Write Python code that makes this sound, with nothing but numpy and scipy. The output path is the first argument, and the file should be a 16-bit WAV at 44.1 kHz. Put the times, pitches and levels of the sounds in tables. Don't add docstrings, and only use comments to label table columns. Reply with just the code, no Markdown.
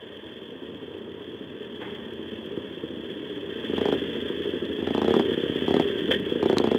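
import sys
import numpy as np
from scipy import signal
from scipy.fft import rfft, irfft, next_fast_len
from scipy.io import wavfile
from scipy.ndimage import uniform_filter1d, map_coordinates

SR = 44100
rng = np.random.default_rng(int(sys.argv[2]) if len(sys.argv) > 2 else 0)


def log_audio(samples):
    frames = np.atleast_2d(samples).T
    limited = np.clip(frames, -1, 1)
    pcm = np.round(limited * 32767).astype(np.int16)
    wavfile.write(sys.argv[1], SR, pcm)


N = 298998


def amp(db):
    return 10 ** (np.asarray(db) / 20)


def unit(x):
    return x / np.sqrt(np.mean(x ** 2) + 1e-20)


def curve(rows):
    return np.interp(np.arange(N) / SR, *np.transpose(rows))


def at(times_s, values):
    return np.interp(times_s, np.arange(N) / SR, values)


def wobble(rate_hz):
    knots = rng.standard_normal(int(N * rate_hz / SR) + 4)
    return map_coordinates(knots, [np.arange(N) * rate_hz / SR])


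def colour(spectrum, hz):
    knots_hz, db = np.transpose(spectrum)
    return amp(np.interp(np.log(hz + 1), np.log(knots_hz + 1), db))


def filtered(x, response):
    size = next_fast_len(N + SR // 2)
    return irfft(rfft(x, size) * response(np.fft.rfftfreq(size, 1 / SR)), size)[:N]


def noise(spectrum):
    return unit(filtered(rng.standard_normal(N), lambda hz: colour(spectrum, hz)))


def pulse(spectrum, size=4096):
    cepstrum = irfft(np.log(colour(spectrum, np.fft.rfftfreq(size, 1 / SR))))
    cepstrum[1:size // 2] *= 2
    cepstrum[size // 2 + 1:] = 0
    shape = irfft(np.exp(rfft(cepstrum)))[:size // 2]
    return shape / np.abs(shape).max()


def strikes(times_s, gains):
    return np.bincount(np.clip(np.round(times_s * SR).astype(int), 0, N), gains, N + 1)[:N]


def through(x, response):
    return signal.fftconvolve(x, response)[:N]


def shaft_times(speed, shares):
    cycles = np.cumsum(curve(speed)) / SR
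    marks = (np.arange(int(cycles[-1]) + 1)[:, None] + np.array(shares)).ravel()
    return np.interp(marks[marks < cycles[-1]], cycles, np.arange(N) / SR)


# (frequency [Hz], level [dB])
TYRE_SPECTRUM = [(25, -27), (55, -32), (105, 9), (145, 1.5), (300, -8), (560, 5), (740, -8), (950, -1.5),
                 (1200, -7.5), (2200, -27.5), (3500, -43), (5000, -44)]
def tyres(level_db=-49, follow=0.33, uneven_db=1.5):
    rush = noise(TYRE_SPECTRUM)
    engine_db = curve(ENGINE_LEVEL)
    return amp(level_db + follow * (engine_db - engine_db.mean()) + uneven_db * wobble(24)) * rush


# (time [s], level [dB])
CLICKS = [(.981, -62), (2.135, -57), (2.458, -56.5), (6.198, -50)]
def clicks(t60_s=.02):
    t = np.arange(SR // 20) / SR
    times_s, db = np.transpose(CLICKS)
    burst = rng.standard_normal(len(t)) * amp(-60 * t / t60_s)
    return through(strikes(times_s, amp(db)), burst)


def fittings(level_db=-14, ring_hz=5900, t60_s=0.028, count=26):
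    t = np.arange(SR // 10) / SR
    envelope = amp(-60 * t / t60_s) * (1 - np.exp(-t / .001))
    out = np.zeros(N + len(t))
    for when, size, pitch in rng.uniform(0, 1, (count, 3)):
        ring = np.sin(2 * np.pi * ring_hz * (.8 + .4 * pitch) * t)
        out[int(when * N):][:len(t)] += size * envelope * ring
    return amp(curve(CLATTER_LEVEL) + level_db) * out[:N]


# (time [s], level [dB])
TICKS = [(4.653, -41), (6.584, -11)]
# (frequency [Hz], level [dB], t60 [s])
TICK_MODES = [(3000, -8, 0.0051), (3930, 3.5, 0.0036), (5895, -3, 0.0014), (11820, -51, 0.0073)]
def ticks(attack_s=0.000051):
    t = np.arange(SR // 20) / SR
    ring = sum(amp(db - 60 * t / t60_s) * np.sin(2 * np.pi * hz * t) for hz, db, t60_s in TICK_MODES)
    times_s, db = np.transpose(TICKS)
    return through(strikes(times_s, amp(db)), ring * (1 - np.exp(-t / attack_s)))


# (frequency [Hz], level [dB])
METAL_SPECTRUM = [(200, -12), (600, -1.5), (760, -20), (1000, -15), (1350, -19), (1700, -3.5), (1950, -5.5),
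                  (2150, -16.5), (2450, -12), (2800, -4), (2950, -6), (3150, 2), (3480, 1.5), (3700, -14)]
# (frequency [Hz], width [Hz], level [dB])
METAL_MODES = [(1571, 13, 0), (1872, 16, -.8), (2228, 18, -11), (2697, 22, -8), (3265, 123, -2.5),
               (3310, 57, 1)]
def rattle(drive, ring_db, edge_hz=3520):
    edge = lambda hz: 1 / np.sqrt(1 + (hz / edge_hz) ** 110)
    modes = lambda hz: sum((-1) ** k * amp(db) * 1j * hz * width / (f0 ** 2 - hz ** 2 + 1j * hz * width)
                           for k, (f0, width, db) in enumerate(METAL_MODES))
    broad = filtered(drive, lambda hz: colour(METAL_SPECTRUM, hz) * edge(hz))
    ring = filtered(np.roll(drive, SR // 1000), lambda hz: modes(hz) * edge(hz))
    return broad + amp(ring_db) * ring


# (frequency [Hz], level [dB])
RAMP_SPECTRUM = [(150, -24), (500, -11.5), (900, 4), (1300, -6), (2100, -1), (2800, -17), (3500, -6),
                 (4200, -65), (15000, -67)]
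# (time [s], level [dB], rise [s], t60 [s], machine's share [0-1], thud level [dB])
CLANKS = [(1.803, -41.5, 0.013, 0.6, 0.16, -40), (6.106, -20, 0.0056, 0.093, 0.99, -20),
          (6.132, -26, 0.0076, 0.052, 1, -28.5)]
def ramp_clanks(thud_hz=510, thud_t60_s=0.053):
    out = np.zeros(N)
    for start_s, db, rise_s, t60_s, share, thud_db in CLANKS:
        t = np.maximum(np.arange(N) / SR - start_s, 0)
        attack = np.minimum(t / rise_s, 1)
        decay_s = np.maximum(t - 2 * rise_s, 0)
        force = attack * amp(-60 * decay_s / t60_s)
        chatter = force * rng.standard_normal(N)
        plate = np.sqrt(1 - share) * unit(filtered(chatter, lambda hz: colour(RAMP_SPECTRUM, hz)))
        machine = np.sqrt(share) * unit(rattle(chatter, ring_db=7))
        out += amp(db) * np.sqrt(np.mean(force ** 2)) * (plate + machine)
        out += attack * amp(thud_db - 60 * decay_s / thud_t60_s) * np.sin(2 * np.pi * thud_hz * t)
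    return out


def drone_hz(base_hz=84.45, pull_hz=5, wander_hz=2.8):
    return base_hz + pull_hz * throttle() + wander_hz * wobble(3)


def drone(level_db=-57, follow=.85, throttle_db=7, octave_db=-13, waver_db=1.0):
    phase = 2 * np.pi * np.cumsum(drone_hz()) / SR + 0.21 * wobble(10)
    engine_db = curve(ENGINE_LEVEL)
    db = level_db + follow * (engine_db - engine_db.mean())
    db += throttle_db * throttle() + waver_db * wobble(20)
    return amp(db) * unit(np.sin(phase) + amp(octave_db) * np.sin(2 * phase))


# (time [s], speed [four-stroke cycles/s])
NEAR_SPEED = [(0, 9.7), (.55, 10.6), (.9, 10.06), (3.4, 9.43), (3.9, 14.1), (5.7, 12.5), (6.2, 8.77),
              (6.78, 11)]
# (time [s], relative level [dB])
CLATTER_LEVEL = [(0, -49.5), (1.05, -52), (1.9, -48), (2.95, -47.5), (3.5, -45), (3.75, -40), (4.45, -42.5),
                 (4.7, -44.5), (5.2, -39.5), (5.9, -39), (6.3, -41), (6.78, -42)]
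def valve_gear(level_db=3.0, tap_t60_s=0.046, loud_db=3, spread_db=2.5, tap_gain=0.65, whirr_gain=0.32):
    times_s = shaft_times(NEAR_SPEED, [.1, .34, .59, .84])
    jitter, spread = rng.standard_normal((len(times_s), 2)).T
    loud_valve = np.arange(len(times_s)) % 4 == 2
    tap_db = loud_db * loud_valve + spread_db * np.clip(spread, -2, 1.5)
    taps = strikes(times_s + 0.0029 * jitter, amp(tap_db))
    t = np.arange(SR // 10) / SR
    envelope = amp(-60 * t / tap_t60_s) * (1 - np.exp(-t / 0.01))
    force = 1 + tap_gain * unit(through(taps, envelope))
    teeth = rng.standard_normal(512)
    turns = np.cumsum(drone_hz() * (1 + .012 * wobble(14))) / SR
    whirr = np.interp(turns % 1, np.linspace(0, 1, len(teeth)), teeth)
    drive = force * (rng.standard_normal(N) + whirr_gain * unit(whirr))
    return amp(curve(CLATTER_LEVEL) + level_db) * unit(rattle(drive, ring_db=3))


def scattered(x, t60_s, count=4):
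    t = np.arange(SR // 3) / SR
    shares = np.array([wobble(12) for _ in range(count)])
    shares /= np.linalg.norm(shares, axis=0)
    tails = rng.standard_normal((count, len(t))) * amp(-60 * t / t60_s) * (1 - np.exp(-t / 0.019))
    return sum(through(x * share, tail / np.linalg.norm(tail)) for share, tail in zip(shares, tails))


# (delay [s], gain [ratio])
ECHOES = [(.0052, 0.35), (.0078, 0.15), (0.0125, .36), (.0245, 0.091)]
def reflected(x, drift=0.094):
    n = np.arange(N)
    return x + sum(gain * np.interp(n - delay_s * SR * (1 + drift * wobble(3)), n, x, left=0)
                   for delay_s, gain in ECHOES)


# (frequency [Hz], level [dB])
THUMP_SPECTRUM = [(25, -80), (50, -62.5), (75, -17), (130, -16), (180, -11), (240, -2.5), (305, -1.5),
                  (400, -1.5), (480, -4), (570, -20.5), (700, -39.5), (1400, -31), (4000, -82.5)]
def thumps(times_s, db, tilt_spread=0.23):
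    tilt = np.clip(tilt_spread * rng.standard_normal(len(times_s)), -.9, .9)
    blows = strikes(times_s, amp(db))
    blows += filtered(strikes(times_s, amp(db) * tilt), lambda hz: np.tanh((hz - 320) / 80))
    poles = lambda hz: (240 ** 2 - hz ** 2 + 200j * hz) * (410 ** 2 - hz ** 2 + 260j * hz)
    rounded = filtered(blows, lambda hz: np.conj(poles(hz)) / poles(hz))
    return through(rounded, pulse(THUMP_SPECTRUM))


IDLE_HZ, CYLINDER_LAG = 15.32, .43
# (time [s], relative level [dB])
ENGINE_LEVEL = [(0, -42), (.9, -37), (1.5, -38.5), (2, -35), (3.45, -33), (3.9, -29), (4.65, -28.5),
                (5.3, -24.5), (6.25, -27), (6.78, -27)]
def lope(lead_strong_db=8, near_strong_db=7, weak_db=3, near_follow=0.69, throttle_db=3, wet_db=0.5):
    engine_db = curve(ENGINE_LEVEL)
    lead_db = engine_db + throttle_db * throttle()
    near_db = engine_db[0] + near_follow * (engine_db - engine_db[0])
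    cylinders = [(shaft_times(lead_speed(), [.47]), lead_db + lead_strong_db),
                 (shaft_times(lead_speed(), [.47 + CYLINDER_LAG]), lead_db + weak_db),
                 (shaft_times(NEAR_SPEED, [.25]), near_db + near_strong_db),
                 (shaft_times(NEAR_SPEED, [.25 + CYLINDER_LAG]), near_db + weak_db)]
    times_s = np.concatenate([when_s for when_s, _ in cylinders])
    db = np.concatenate([at(when_s, level_db) for when_s, level_db in cylinders])
    jitter, spread_db = rng.standard_normal((len(times_s), 2)).T
    db += np.clip(spread_db, -2, 1.5)
    free = np.abs(times_s[:, None] - hard_firings()[:, 0]).min(axis=1) > .012
    direct = thumps((times_s + 0.003025 * jitter)[free], db[free])
    return reflected(direct) + amp(wet_db) * scattered(direct, t60_s=0.15)


# (time [s], length [s], cycle rate [Hz], slope [Hz/s],
# throttle [0-1], opening time [s], level at idle speed [dB], second cylinder offset [dB])
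REVS = [(3.696, .243, 11.48, 15, 0.96, 0.047, -9.5, 0.5),
        (4.785, .422, 10.89, 18.5, 0.99, .045, -10.5, 0.5), (5.315, .32, 17.1, -4, .15, 0.048, -13.5, -6),
        (5.679, .13, 15.85, 21.5, .95, 0.0101, -10, -.5), (6.426, .34, 14.36, -3, 1, 0.011, -7.5, 0.5)]
# (time [s], level [dB])
POPS = [(2.572, -16), (2.834, -18), (4.166, -17), (4.299, -15), (4.4, -19.5), (6.087, -12), (6.319, -11.5),
        (6.355, -14)]
def hard_firings(db_per_hz=1.18):
    rows = []
    cycle, cylinder = np.divmod(np.arange(24), 2)
    for start_s, length_s, rate_hz, slope, _, _, db, second_db in REVS:
        t = np.arange(int(length_s * SR)) / SR
        cycles = rate_hz * t + slope * t ** 2 / 2
        when_s = np.interp(cycle + CYLINDER_LAG * cylinder, cycles, t, right=np.nan)
        level_db = db + second_db * cylinder + db_per_hz * (rate_hz + slope * when_s - IDLE_HZ)
        rows.append(np.column_stack([start_s + when_s, level_db, cylinder])[np.isfinite(when_s)])
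    return np.vstack(rows + [[(time_s, db, 0) for time_s, db in POPS]])


def throttle(ahead_s=.025, close_s=.04):
    t = np.arange(N) / SR
    out = np.zeros(N)
    for start_s, length_s, _, _, opening, rise_s, *_ in REVS:
        rise = 1 - np.exp(-np.maximum(t - start_s + ahead_s, 0) / rise_s)
        fall = np.exp(-np.maximum(t - start_s - length_s, 0) / close_s)
        out += opening * rise * fall
    return out


def lead_speed(lug_s=.25):
    speed = [(REVS[0][0] - lug_s, IDLE_HZ)]
    for start_s, length_s, rate_hz, slope, *_ in REVS:
        speed += [(start_s, rate_hz), (start_s + length_s, rate_hz + slope * length_s)]
    return speed


# (frequency [Hz], level [dB])
CRACK_SPECTRUM = [(40, -71), (200, -12), (450, 12.5), (640, 1.5), (880, -2.5), (1150, -5), (1500, -7.5),
                  (2500, -18), (4000, -22.5), (6000, -33), (10000, -43), (16000, -60)]
def barks(thump_db=-1, open_db=-18.5, shut_db=-30.5, second_db=-4, follow=0.57, gap_s=0.00062, wet_db=-6):
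    times_s, db, cylinder = hard_firings().T
    shut = 1 - at(times_s, throttle())
    body = thumps(times_s - .0012, db + thump_db, tilt_spread=0.14)
    chance = rng.standard_normal((len(times_s), 5))
    lags_s = np.cumsum(gap_s * (1 + .24 * chance[:, 1:]), axis=1) - gap_s
    shocks_s = times_s[:, None] + .002 + lags_s
    crack_db = open_db + shut_db * shut + second_db * cylinder + follow * (db - np.median(db))
    sizes = amp(crack_db + chance[:, 0])[:, None] * np.array([0.97, -0.87, 0.6, -0.25])
    cracks = through(strikes(shocks_s.ravel(), sizes.ravel()), pulse(CRACK_SPECTRUM))
    diffuse = scattered(body + .4 * cracks, t60_s=.11)
    return reflected(body + cracks) + amp(wet_db) * diffuse


def scene():
    engines = lope() + barks() + drone() + valve_gear()
    return (engines + tyres() + ramp_clanks() + ticks() + clicks() + fittings())[None]


# (frequency [Hz], level [dB])
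HISS_SPECTRUM = [(1000, -2), (3600, 8.5), (4600, 5), (5400, 1.5), (6500, 0.5), (8000, -2), (15500, -3)]
def record(dry, hiss_db=-16, bass_hz=52, top_hz=15830):
    x = signal.sosfilt(signal.butter(4, bass_hz, "high", fs=SR, output="sos"), dry[0])
    slope = np.gradient(filtered(x, lambda hz: hz < 3700))
    swing = np.sqrt(np.abs(uniform_filter1d(slope ** 2, size=110)))
    hiss = amp(hiss_db) * swing * noise(HISS_SPECTRUM)
    return filtered(x + hiss, lambda hz: hz < top_hz)[None]


dry = scene()
out = record(dry)
log_audio(out)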